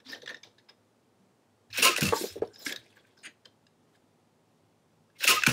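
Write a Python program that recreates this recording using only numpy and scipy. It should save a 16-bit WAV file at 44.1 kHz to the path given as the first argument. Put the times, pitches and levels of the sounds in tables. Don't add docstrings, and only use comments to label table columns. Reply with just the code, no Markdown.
import sys
import numpy as np
from scipy import signal
from scipy.fft import rfft, irfft
from scipy.io import wavfile
from scipy.ndimage import uniform_filter1d

SR = 44100
rng = np.random.default_rng(int(sys.argv[2]) if len(sys.argv) > 2 else 0)


def unload_audio(sound):
    columns = np.transpose(np.atleast_2d(sound))
    steps = np.round(np.clip(columns, -1, 1) * 32767)
    wavfile.write(sys.argv[1], SR, steps.astype(np.int16))


def gain_from_decibels(decibels):
    exponent = np.asarray(decibels, float) / 20
    return 10 ** exponent


N = 243431


def unit(x):
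    return x / np.sqrt(np.mean(x ** 2) + 1e-30)


def even(x, weight):
    return x * np.sqrt(np.sum(weight ** 2) / np.sum((x * weight) ** 2))


def peak(x, db):
    return x * gain_from_decibels(db) / np.max(np.abs(x))


def add(out, x, start_s):
    i = int(start_s * SR)
    out[i:i + len(x)] += x[:max(len(out) - i, 0)]


def band(x, lo_hz, hi_hz, order=3):
    return signal.sosfilt(signal.butter(order, [lo_hz, hi_hz], "band", fs=SR, output="sos"), x)


def walk(count, rate_hz):
    hold = max(int(SR / rate_hz), 2)
    levels = np.repeat(rng.standard_normal(count // hold + 1), hold)
    return unit(uniform_filter1d(levels, hold)[:count])


def struck(t, modes, t60_s, rise_s):
    push = (1 - np.exp(-t / rise_s)) ** 2
    decay = np.exp(-np.log(1000) * t / max(t60_s, .005))
    return push * decay * sum(gain_from_decibels(db) * np.cos(2 * np.pi * hz * t) for hz, db in modes)


def pressure(t, rise_s, fall_s, steep, roundness):
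    build = np.clip(t / rise_s, 0, 1) ** steep
    return build * gain_from_decibels(-20 * (np.maximum(t - rise_s, 0) / fall_s) ** roundness)


def ring(x, modes, sway_db):
    out = 0
    for k, (hz, width_hz, db) in enumerate(modes):
        shifted_hz = hz * (1 + 0.021 * rng.standard_normal())
        gain = (-1) ** k * gain_from_decibels(db + sway_db * walk(len(x), 45))
        b, a = signal.iirpeak(shifted_hz, shifted_hz / width_hz, fs=SR)
        out = out + gain * signal.lfilter(b, a, x)
    return out


def rub(count, body, lo_hz, hi_hz):
    steel = {"jaw": [(260, 82, 6.5), (508, 67, 14), (1730, 160, 11), (2800, 50, 7), (3660, 760, 18),
             (4820, 550, 12), (5180, 350, 10.5), (6060, 200, 11), (7440, 190, -9), (9200, 250, 11)],
             "blade": [(350, 46, 5), (514, 100, 12), (1049, 52, 7), (1303, 130, 10.5), (1605, 220, 10.5),
             (2020, 340, 10.5), (2680, 480, 17), (3060, 1100, 11), (5336, 19000, -9.5), (6220, 390, 6),
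             (9300, 500, 3), (12700, 900, 4.5)], "bite": [(260, 80, 5.5), (516, 290, 9.5), (1580, 220.3, 9),
             (2620, 470, 18), (3220, 500, 7), (4292, 900, 9.5), (5600, 250, 2.5), (9150, 400, 6),
             (12000, 700, 6), (14630, 610, 7)], "guide": [(450, 85, -1), (1710, 130, -5), (2330, 68, 9),
             (3400, 920, 20), (4000, 190, 9), (5100, 160, 11), (6200, 210, 9)], "edge": [(1260, 80, 9),
             (1400, 140, 6), (1917, 250, 6.5), (2620, 300, 18.5), (4000, 1700, 5.5), (6200, 560, 0)]}
    card = {"flap": [(319, 210, 32), (1560, 120, 13), (2264, 590, 10), (3205, 380, 12), (4800, 980, 8),
            (8170, 1200, 13), (10600, 400, 14), (14300, 1200, 5)], "sheet": [(420, 140, 37),
            (1650, 230, 5.5), (3940, 780, 3.5), (5130, 120, 13), (5850, 400, -1.5), (7000, 610, 9),
            (8550, 2000, 5.5), (11900, 500, 2), (14500, 780, -0.5)], "rim": [(430, 160, 2), (1630, 76, 3),
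            (3150, 120, 3.5), (3900, 240, 6), (5180, 170, 21.5), (7150, 120, 11), (8400, 270, -4),
            (12000, 300, 2), (14800, 910, 7)], "finger": [(282, 96, 7.5), (1590, 350, 20.5),
            (2600, 1300, 22), (4000, 300, 9), (5100, 230, 12), (6730, 310, 15), (8160, 500, 24),
            (9100, 600, 25)]}
    grain = {"bite": (320, 2.7, .2, 2, 20000), "rim": (205, 6.2, 0.21, 8.1, 20000),
             "jaw": (203, 2.3, 0.24, 3.8, 20000), "blade": (330, 1.4, 0.13, 2.9, 23000),
             "edge": (590, 1.6, 0.091, 3.7, 20000), "guide": (340, 2.2, 0.21, 2.2, 20000),
             "sheet": (160, 0.73, 0.068, 4.7, 20000), "flap": (270, 2.9, 0.08, 5.4, 20000),
             "finger": (670, 1.5, 0.21, 1.2, 6800)}
    rate_hz, scatter_db, crack_share, sway_db, top_hz = grain[body]
    noise = rng.standard_normal(count)
    crack_db = 10 * np.minimum(rng.exponential(size=count), 2.8)
    cracks = unit((rng.random(count) < .03) * np.sign(noise) * gain_from_decibels(crack_db))
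    force = noise
    if lo_hz > 500:
        force = force + crack_share * 2 * cracks
    if lo_hz < 500:
        scatter_db = scatter_db * .4
    force = force * gain_from_decibels(scatter_db * walk(count, rate_hz))
    direct = band(force, 100, top_hz, order=2) if top_hz < hi_hz else force
    modes = [mode for mode in {**steel, **card}[body] if lo_hz <= mode[0] < hi_hz]
    return band(direct + ring(force, modes, sway_db), lo_hz, hi_hz)


def rub_strokes(out, rows, body, boom_db, hiss_db, steep, roundness, hiss_pace):
    # low f/Hz, high f/Hz
    bands_hz = [(900, 3200), (190, 800), (3200, 7000), (7000, 16500)]
    stroke_s, boom_lag_s = .21, 0.017
    t = np.arange(int(stroke_s * SR)) / SR
    fade = np.clip((stroke_s - t) / .03, 0, 1)
    for start_s, rise_s, db, fall_s, ring_db in rows:
        def shape(lag_s, pace):
            return pressure(t - lag_s, max(rise_s, .001), max(fall_s, .005) / pace, steep, roundness)

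        grains = []
        for lo_hz, hi_hz in bands_hz:
            weight = shape(boom_lag_s * (lo_hz < 500), 1)
            grains.append(even(rub(len(t), body, lo_hz, hi_hz), weight))
        mid, boom, scrape, hiss = grains
        top = band(hiss, 13000, 19000, order=1)
        sound = (mid * gain_from_decibels(ring_db) + scrape) * shape(0, 0.94)
        sound += boom * gain_from_decibels(boom_db) * shape(boom_lag_s, 1)
        sound += gain_from_decibels(hiss_db) * ((hiss - top) * shape(0, hiss_pace) + top * shape(0, hiss_pace * 1.3))
        add(out, sound * gain_from_decibels(db) * fade, start_s)


def shear():
    # start t/s, rise/s, scrape level/dB, 20 dB fall/s, body ring relative level/dB
    closings = [(1.7, 0.009, -60, 0.056, 3), (1.726, 0.015, -44, 0.21, 2.5),
                (1.74, 0.025, -42.5, 0.042, 7.5), (5.145, 0.021, -70.5, 0.059, 5.5),
                (5.178, 0.024, -48, 0.03, -8.5), (5.203, 0.0046, -40, 0.08, -1),
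                (5.215, 0.015, -38, 0.041, 6), (5.418, 0.0049, -42, 0.018, 13)]
    nips = [(1.772, 0.0043, -33, 0.07, -3), (1.78, 0.0052, -35, 0.1, 6), (5.236, 0.003, -28.5, 0.06, -2),
            (5.244, 0.0027, -37.5, 0, 4.5), (2.72, 0.0075, -42, -0.13, 0), (2.758, .005, -50, -0.07, -9),
            (2.2, .006, -45, 0.23, -6)]
    cuts = [
        (1.82, 0.012, -25.5, 0.056, 0.89),
        (1.83, 0.02303, -23.5, 0.091, 2.7),
        (5.269, 0.0014, -30.5, 0.012, 2),
        (5.274, 0.0066, -23, 0.073, 1.9),
        (5.285, 0.021, -25, 0.069, 3.8),
    ]
    drags = [
        (1.9, 0.018, -39.5, 0.07, 4.01),
        (5.335, 0.015, -35.5, 0.15, 3.7),
    ]
    openings = [(1.958, 0.0053, -42.5, 0.017, 8), (1.972, 0.0023, -35, 0.041, 0.5),
                (2.007, 0.0034, -29, 0.0094, -5), (2.016, 0.0034, -34.5, .012, 7.5),
                (2.027, 0.0026, -31.5, 0.032, -0.5), (2.035, 0.017, -38.5, .12, 0),
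                (2.06, 0.013, -39.5, 0.055, 2), (5.44, 0.0017, -49.5, 0.073, 4),
                (5.4685, 0.0016, -23, 0.008, 3), (5.478, 0.0074, -33.5, 0.084, 6)]
    out = np.zeros(N)
    rub_strokes(out, closings, "bite", -22, -9.5, steep=1.594, roundness=0.9, hiss_pace=0.81)
    rub_strokes(out, nips, "bite", -22, -2.5, steep=0.47, roundness=0.88, hiss_pace=1.1)
    rub_strokes(out, cuts, "blade", -11.5, -1.55, steep=0.6, roundness=1.06, hiss_pace=1.4)
    rub_strokes(out, drags, "edge", -19, -2.5, steep=0.93, roundness=0.98, hiss_pace=2.2)
    rub_strokes(out, openings, "blade", -6, -2, steep=0.83, roundness=1.39, hiss_pace=1.2)
    return out


def snaps():
    # t/s, peak level/dB, ring f/Hz, second ring relative level/dB, t60/s
    snap_rows = [(1.7747, -23.5, 2600, -26, 0.042), (1.963, -14.5, 2600, -6.5, 0.02),
                 (1.9773, -28.5, 1956, -4, 0.06), (2.0089, -18, 2720, -12, 0.0074),
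                 (2.0183, -23, 2800, 4, 0.024), (2.0308, -18, 2590, -15, 0.021),
                 (2.064, -22, 2600, -26, 0.038), (2.0872, -20.5, 2694, -14, 0.026),
                 (5.2408, -11.5, 2640, -7, 0.021), (5.271, -13, 2680, -20, 0.014),
                 (5.2765, -7.5, 2515, -17, 0.022), (1.8262, -12, 2690, -20, 0.018),
                 (2.0536, -20.5, 2680, -21, 0.026), (5.4356, -3.5, 2600, -2, 0.014),
                 (5.4642, -6, 2360, -5, 0.025), (5.4689, -6, 2640, 11.5, 0.0065)]
    second_hz, rise_s = 1512, 0.0013
    out, t = np.zeros(N), np.arange(int(.08 * SR)) / SR
    for start_s, db, hz, low_db, t60_s in snap_rows:
        modes = [(hz, 0), (1.09 * hz, -9), (second_hz, low_db), (1.2 * second_hz, low_db - 6.5)]
        steel = band(struck(t, modes, t60_s, 0.95 * rise_s), 1150, 9000, order=2)
        crack = band(rng.standard_normal(len(t)), 1600, 7500, order=2)
        crack *= struck(t, [(0.0035, 0)], 0.62 * t60_s, .7 * rise_s)
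        add(out, gain_from_decibels(db + 1.5) * steel + peak(crack, -11.5 + .55 * db), start_s - .0003)
    return out


def feed():
    # start t/s, rise/s, scrape level/dB, 20 dB fall/s, body ring relative level/dB
    feeds = [(0, 0.002, -64, 0.02, 1.5), (.579, 0.006, -67, 0.045, 1.5), (.342, 0.003, -57, 0.04, 2.5),
             (.041, 0.062, -51, 0.045, -2), (.101, 0.032, -47.5, 0.06, -6), (.216, .004, -51.5, .035, -4.5),
             (.2575, 0.003, -51, .02, -1.5), (.2745, 0.0035, -50.5, .022, 2.5), (.283, 0.015, -47, .055, 4)]
    nudges = [
        (.432, 0.0017, -53, 0.057, -5),
        (.684, 0.012, -59, 0.026, 2.5),
    ]
    out = np.zeros(N)
    rub_strokes(out, feeds, "jaw", -2, -19, steep=0.99, roundness=1.28, hiss_pace=0.92)
    rub_strokes(out, nudges, "guide", -2.5, -18, steep=0.59, roundness=0.86, hiss_pace=1.2)
    return out


def card_ticks():
    # t/s, peak level/dB, lower f/Hz, upper f/Hz, upper relative level/dB
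    feed_ticks = [(0.1315, -32, 1800, 3750, -30), (0.2196, -47, 3400, 6100, -1),
                  (0.2603, -38, 1900, 3600, 3), (0.2761, -28, 1745, 3400, -4.5),
                  (0.294, -30, 1860, 3600, -23), (0.345, -31, 1800, 3660, -9), (0.123, -40, 5200, 3780, 4),
                  (0.148, -38, 3150, 5850, -10), (0.4354, -40.5, 2300, 3560, 1),
                  (.4325, -44, 5020, 6310, -0.5), (0.5837, -58, 1720, 4000, 7), (.59, -64, 3900, 5250, 3),
                  (0.694, -54, 1640, 5100, 10), (1.703, -50, 1770, 4000, 1), (1.7288, -36.5, 2600, 4290, 5)]
    turn_ticks = [(2.419, -36.5, 1670, 5060, -35), (2.4744, -58, 1650, 5390, 8.5),
                  (2.56, -50, 1630, 5060, 10), (2.664, -18, 2154, 3370, -7.5),
                  (2.6672, -22, 1650, 5500, -5), (2.7238, -20.5, 1700, 3410, -1.5),
                  (2.7612, -31, 1745, 3810, 5), (2.903, -64, 1610, 3900, -1.5),
                  (3.0701, -61.5, 2420, 3560, 0.5), (2.927, -53, 2620, 4820, -6),
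                  (2.9696, -44, 1626, 3650, -24), (3.177, -51, 1550, 5200, 0),
                  (3.45, -53, 1740, 4800, -1.5), (3.4555, -36, 3130, 4930, -5.5),
                  (3.456, -41.5, 4140, 7300, -18), (3.21, -60, 5100, 3400, -9),
                  (3.668, -55, 1680, 4960, 3.5), (3.667, -54, 4040, 2800, -6), (3.96, -61, 5000, 3300, 0),
                  (5.1008, -56, 1621, 3576, -12.5)]
    # f/Hz, relative level/dB
    steel_modes = [(1650, -13), (2750, -14), (3700, -8), (5050, -9), (6200, -14), (7400, -23)]
    rise_s, spread = 0.0018, 0.027
    out, t = np.zeros(N), np.arange(int(.08 * SR)) / SR
    for rows, t60_s, rattle_db in [(feed_ticks, 0.021, -14), (turn_ticks, 0.016, -6.5)]:
        for start_s, db, low_hz, high_hz, high_db in rows:
            modes = [(low_hz, 0), (high_hz, high_db)]
            for hz, mode_db in steel_modes:
                spot_hz = hz * (1 + spread * rng.standard_normal())
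                modes.append((spot_hz, mode_db + high_db * (hz > 3200) + 1.6 * rng.standard_normal()))
            chatter = gain_from_decibels(2.2 * walk(len(t), 900))
            steel = gain_from_decibels(db + 6.5) * chatter * struck(t, modes, t60_s, rise_s)
            rattle = band(rng.standard_normal(len(t)), 1600, 6530)
            rattle *= struck(t, [(0.0036, 0)], 0.5 * t60_s, rise_s)
            add(out, steel + peak(rattle, db + max(high_db, -6) + rattle_db), start_s - .0013)
    return out


def handle_sheet():
    # start t/s, rise/s, scrape level/dB, 20 dB fall/s, body ring relative level/dB
    slides = [
        (2.143, 0.018, -41.5, 0.135, -20),
    ]
    brushes = [(2.136, .011, -43.5, .055, -7), (2.235, 0.035, -47, 0.02, -12),
               (2.597, 0.025, -55, 0.06, -13), (2.647, 0.01, -42.5, 0.075, -13),
               (2.28, .01, -54, 0.075, -10)]
    flaps = [(2.12, 0.0052, -43, 0.12, 7), (2.42, 0.0053, -65, 0.38, 0), (2.66, 0.0039, -46, 0.027, 10),
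             (2.672, 0.026, -43, 0.052, 6), (2.7, 0.015, -50, 0.016, -7), (2.728, 0.0048, -55, 0.03, 13),
             (2.43, 0.027, -75, 0.059, -2.5), (2.83, 0.034, -72, 0.093, -1), (2.9, 0.0053, -66.5, 0.08, 3),
             (2.95, 0.014, -64.5, 0.12, 4.5), (2.765, 0.003, -60, 0.19, -4), (3.06, 0.013, -70, 0.1, 0.5),
             (3.456, 0.0041, -62, 0.027, 3.5), (3.925, 0.033, -71, 0.034, 3)]
    touches = [
        (3.228, 0.0089, -56, 0.045, 3.5),
        (3.237, 0.024, -50.5, 0.033, 9.8),
    ]
    squeaks = [
        (.075, 0.046, -49, 0.06, -6),
        (2.53, 0.021, -59, 0.2, -8),
        (2.58, 0.02, -55, 0.15, -10),
        (3.168, 0.0064, -65.5, 0.15, -6),
    ]
    out = np.zeros(N)
    rub_strokes(out, slides, "sheet", -15, .5, steep=1.3, roundness=4, hiss_pace=1.02)
    rub_strokes(out, brushes, "sheet", -16, -2, steep=0.5, roundness=2.8, hiss_pace=0.98)
    rub_strokes(out, flaps, "flap", -1, -6, steep=1.1, roundness=0.62, hiss_pace=1.3)
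    rub_strokes(out, touches, "finger", -4.5, 0.35, steep=1.16, roundness=1, hiss_pace=1.5)
    rub_strokes(out, squeaks, "rim", -3.5, -11, steep=0.88, roundness=1.35, hiss_pace=1)
    return out


def sings():
    # start t/s, length/s, f/Hz, peak level/dB
    lines = [(.279, .055, 1785, -37), (.12, .03, 1805, -41), (1.836, .085, 1052, -27),
             (1.85, .05, 1325, -26), (1.9, .055, 1255, -31), (1.83, .06, 2815, -26),
             (5.286, .08, 1048, -26), (5.27, .075, 1265, -29), (5.28, .06, 2805, -25),
             (2.145, .055, 905, -36), (5.35, .055, 1250, -28), (2.533, .06, 5100, -58),
             (2.58, .07, 5100, -50), (2.52, .05, 7100, -66), (2.61, .05, 7050, -57),
             (2.596, .055, 12200, -58), (2.585, .02, 15300, -58), (2.645, .025, 12000, -53),
             (.684, .025, 5080, -55), (.285, .025, 9400, -61), (.05, .08, 258, -52), (2.26, .08, 5150, -48),
             (5.18, .025, 14800, -63), (5.18, .03, 9000, -63), (.075, .05, 4760, -48),
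             (5.152, .04, 2150, -58), (2.61, .04, 4000, -54), (.285, .04, 6400, -56)]
    out, t = np.zeros(N), np.arange(int(.1 * SR)) / SR
    for start_s, length_s, hz, db in lines:
        swell = np.abs(np.sin(np.pi * np.clip(t / length_s, 0, 1) ** 0.85)) ** 2.1
        waver, flicker = walk(len(t), 200), walk(len(t), 60 + hz / 25)
        waver = waver - np.average(waver, weights=swell)
        phase = 2 * np.pi * np.cumsum(hz * (1 + .012 * waver)) / SR
        add(out, gain_from_decibels(db + 4 * flicker) * swell * np.sin(phase), start_s)
    return out


def sheet_knocks():
    # t/s, peak level/dB, ring f/Hz, upper ring relative level/dB, t60/s
    knock_rows = [(1.78, -31.5, 520, -30.5, 0.07), (1.787, -35, 260, -12, 0.21),
                  (.224, -43, 494, -28, 0.094), (1.824, -25, 450, -10, 0.16),
                  (1.853, -23.5, 549, -20, 0.11), (1.885, -28.5, 350, -25, .14),
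                  (2.735, -44, 513, -27.5, 0.069), (5.288, -34, 264, -25, 0.055),
                  (1.981, -27, 554, -21.5, 0.02), (2.022, -18.5, 230, -37, 0.051),
                  (2.044, -22.5, 188.5, -30, 0.11), (2.122, -17, 461, -3.5, 0.0324),
                  (2.13, -24.5, 414, 9, 0.076), (2.209, -26.5, 350, -40.5, 0.056),
                  (2.238, -23, 430, -44, 0.03), (2.246, -42, 418, -25, 0.036),
                  (2.355, -30.5, 442, -60, 0.077), (2.367, -33, 407, -53, 0.029),
                  (2.419, -17, 430, -25.5, 0.026), (2.664, -32.5, 282, -49.5, 0.051),
                  (5.211, -46, 540, -19, 0.037), (5.247, -30, 550, -23, 0.025),
                  (5.284, -37, 536, -10, 0.051), (5.473, -16, 221, -15, 0.067), (5.492, -30, 178, -9, 0.1),
                  (2.97, -57.5, 520, 0, .08), (3.457, -55, 520, -2, 0.046)]
    # multiple of ring f, level/dB
    bending_modes = [(.55, -15.5), (.8, -7.5), (1, 5.5), (1.23, -2.5), (1.5, -16)]
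    # f/Hz, level/dB
    upper_modes = [(900, 0.5), (1130, 0.5)]
    push_s = 0.0016
    out, t = np.zeros(N), np.arange(int(.4 * SR)) / SR
    for start_s, db, hz, high_db, t60_s in knock_rows:
        low = sum(struck(t, [(hz * m, mode_db)], t60_s / m ** 0.8, push_s) for m, mode_db in bending_modes)
        high = struck(t, upper_modes, 0.39 * t60_s, push_s)
        flutter = band(rng.standard_normal(len(t)), 0.48 * hz, 1.174 * hz, order=2)
        flutter *= struck(t, [(0.0012, 0)], 1.6 * t60_s, 0.016)
        knock = peak(low, db) + peak(high, db + high_db) + peak(flutter, db - 8)
        add(out, band(knock, .5 * hz, 2700, order=2), start_s + .0015)
    return out


def thuds():
    # t/s, peak level/dB, ring f/Hz, t60/s
    thud_rows = [(2.05, -47, 29, 0.18), (5.485, -46, 31, 0.27), (1.2, -60.5, 190, 0.21),
                 (0.051, -66, 110, 0.56), (0.21, -63, 140, 0.77), (2.781, -56.5, 120, 0.19),
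                 (1.7, -50.5, 107, 0.69), (2.024, -25.5, 150, 0.14), (2.079, -31, 97.5, 0.13),
                 (2.4, -46, 96, 0.17), (2.311, -50.5, 90, 0.27), (2.478, -58, 108, 0.28),
                 (5.298, -49.5, 100, 0.54), (5.478, -27, 126.8, 0.27)]
    out, t = np.zeros(N), np.arange(int(.4 * SR)) / SR
    for start_s, db, hz, t60_s in thud_rows:
        modes = [(0.61 * hz, -9), (hz, 0), (hz, -5)]
        add(out, peak(struck(t, modes, t60_s, 0.0083), db), start_s - .01)
    return out


def room(x):
    t = np.arange(int(.4 * SR)) / SR
    near_t60_s, far_t60_s, far_db = 0.18, 0.26, -19
    decay = gain_from_decibels(-60 * t / near_t60_s) + gain_from_decibels(far_db - 60 * t / far_t60_s)
    tail = band(rng.standard_normal(len(t)) * decay * (t > .004), 100, 7000, order=2)
    return signal.fftconvolve(x, tail / np.sqrt(np.sum(tail ** 2)))[:N] * gain_from_decibels(-16)


def room_tone():
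    # f/Hz, level/dB per Hz
    spectrum = [(15, -63), (25, -34), (80, -18.5), (103, -1), (159, -11.5), (245, -3), (296, -10.5),
                (358, -7.5), (600, -12.5), (854, -14.5), (1680, -24), (8830, -33), (16500, -44)]
    hz, db = np.transpose(spectrum)
    f_hz = np.fft.rfftfreq(N, 1 / SR) + 1
    gain = gain_from_decibels(np.interp(np.log(f_hz), np.log(hz), db, -80, -80))
    tone = irfft(rfft(rng.standard_normal(N)) * gain, N)
    return unit(tone) * gain_from_decibels(-67 + 0.39 * walk(N, 7))


def motor_hum():
    # t/s, level/dB
    hum_level = [(0, -93), (3.3, -84), (3.6, -75.5), (5.52, -71.5)]
    t = np.arange(N) / SR
    level_db = np.interp(t, *np.transpose(hum_level)) + 1.2 * walk(N, 8.5)
    return np.sin(2 * np.pi * 159.4 * t + 0.64 * walk(N, 4.3)) * gain_from_decibels(level_db)


def scene():
    desk = shear() + snaps() + feed() + card_ticks() + handle_sheet() + sings() + sheet_knocks() + thuds()
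    return (desk + room(desk) + room_tone() + motor_hum())[None]


def top_cut(x):
    return signal.sosfilt(signal.butter(12, 15900, fs=SR, output="sos"), x)


def record(dry):
    x = signal.sosfilt(signal.butter(1, 40, "high", fs=SR, output="sos"), dry)
    x = signal.sosfilt(signal.ellip(12, .3, 60, 15750, fs=SR, output="sos"), x)
    return top_cut(x)


dry = scene()
out = record(dry)
unload_audio(out)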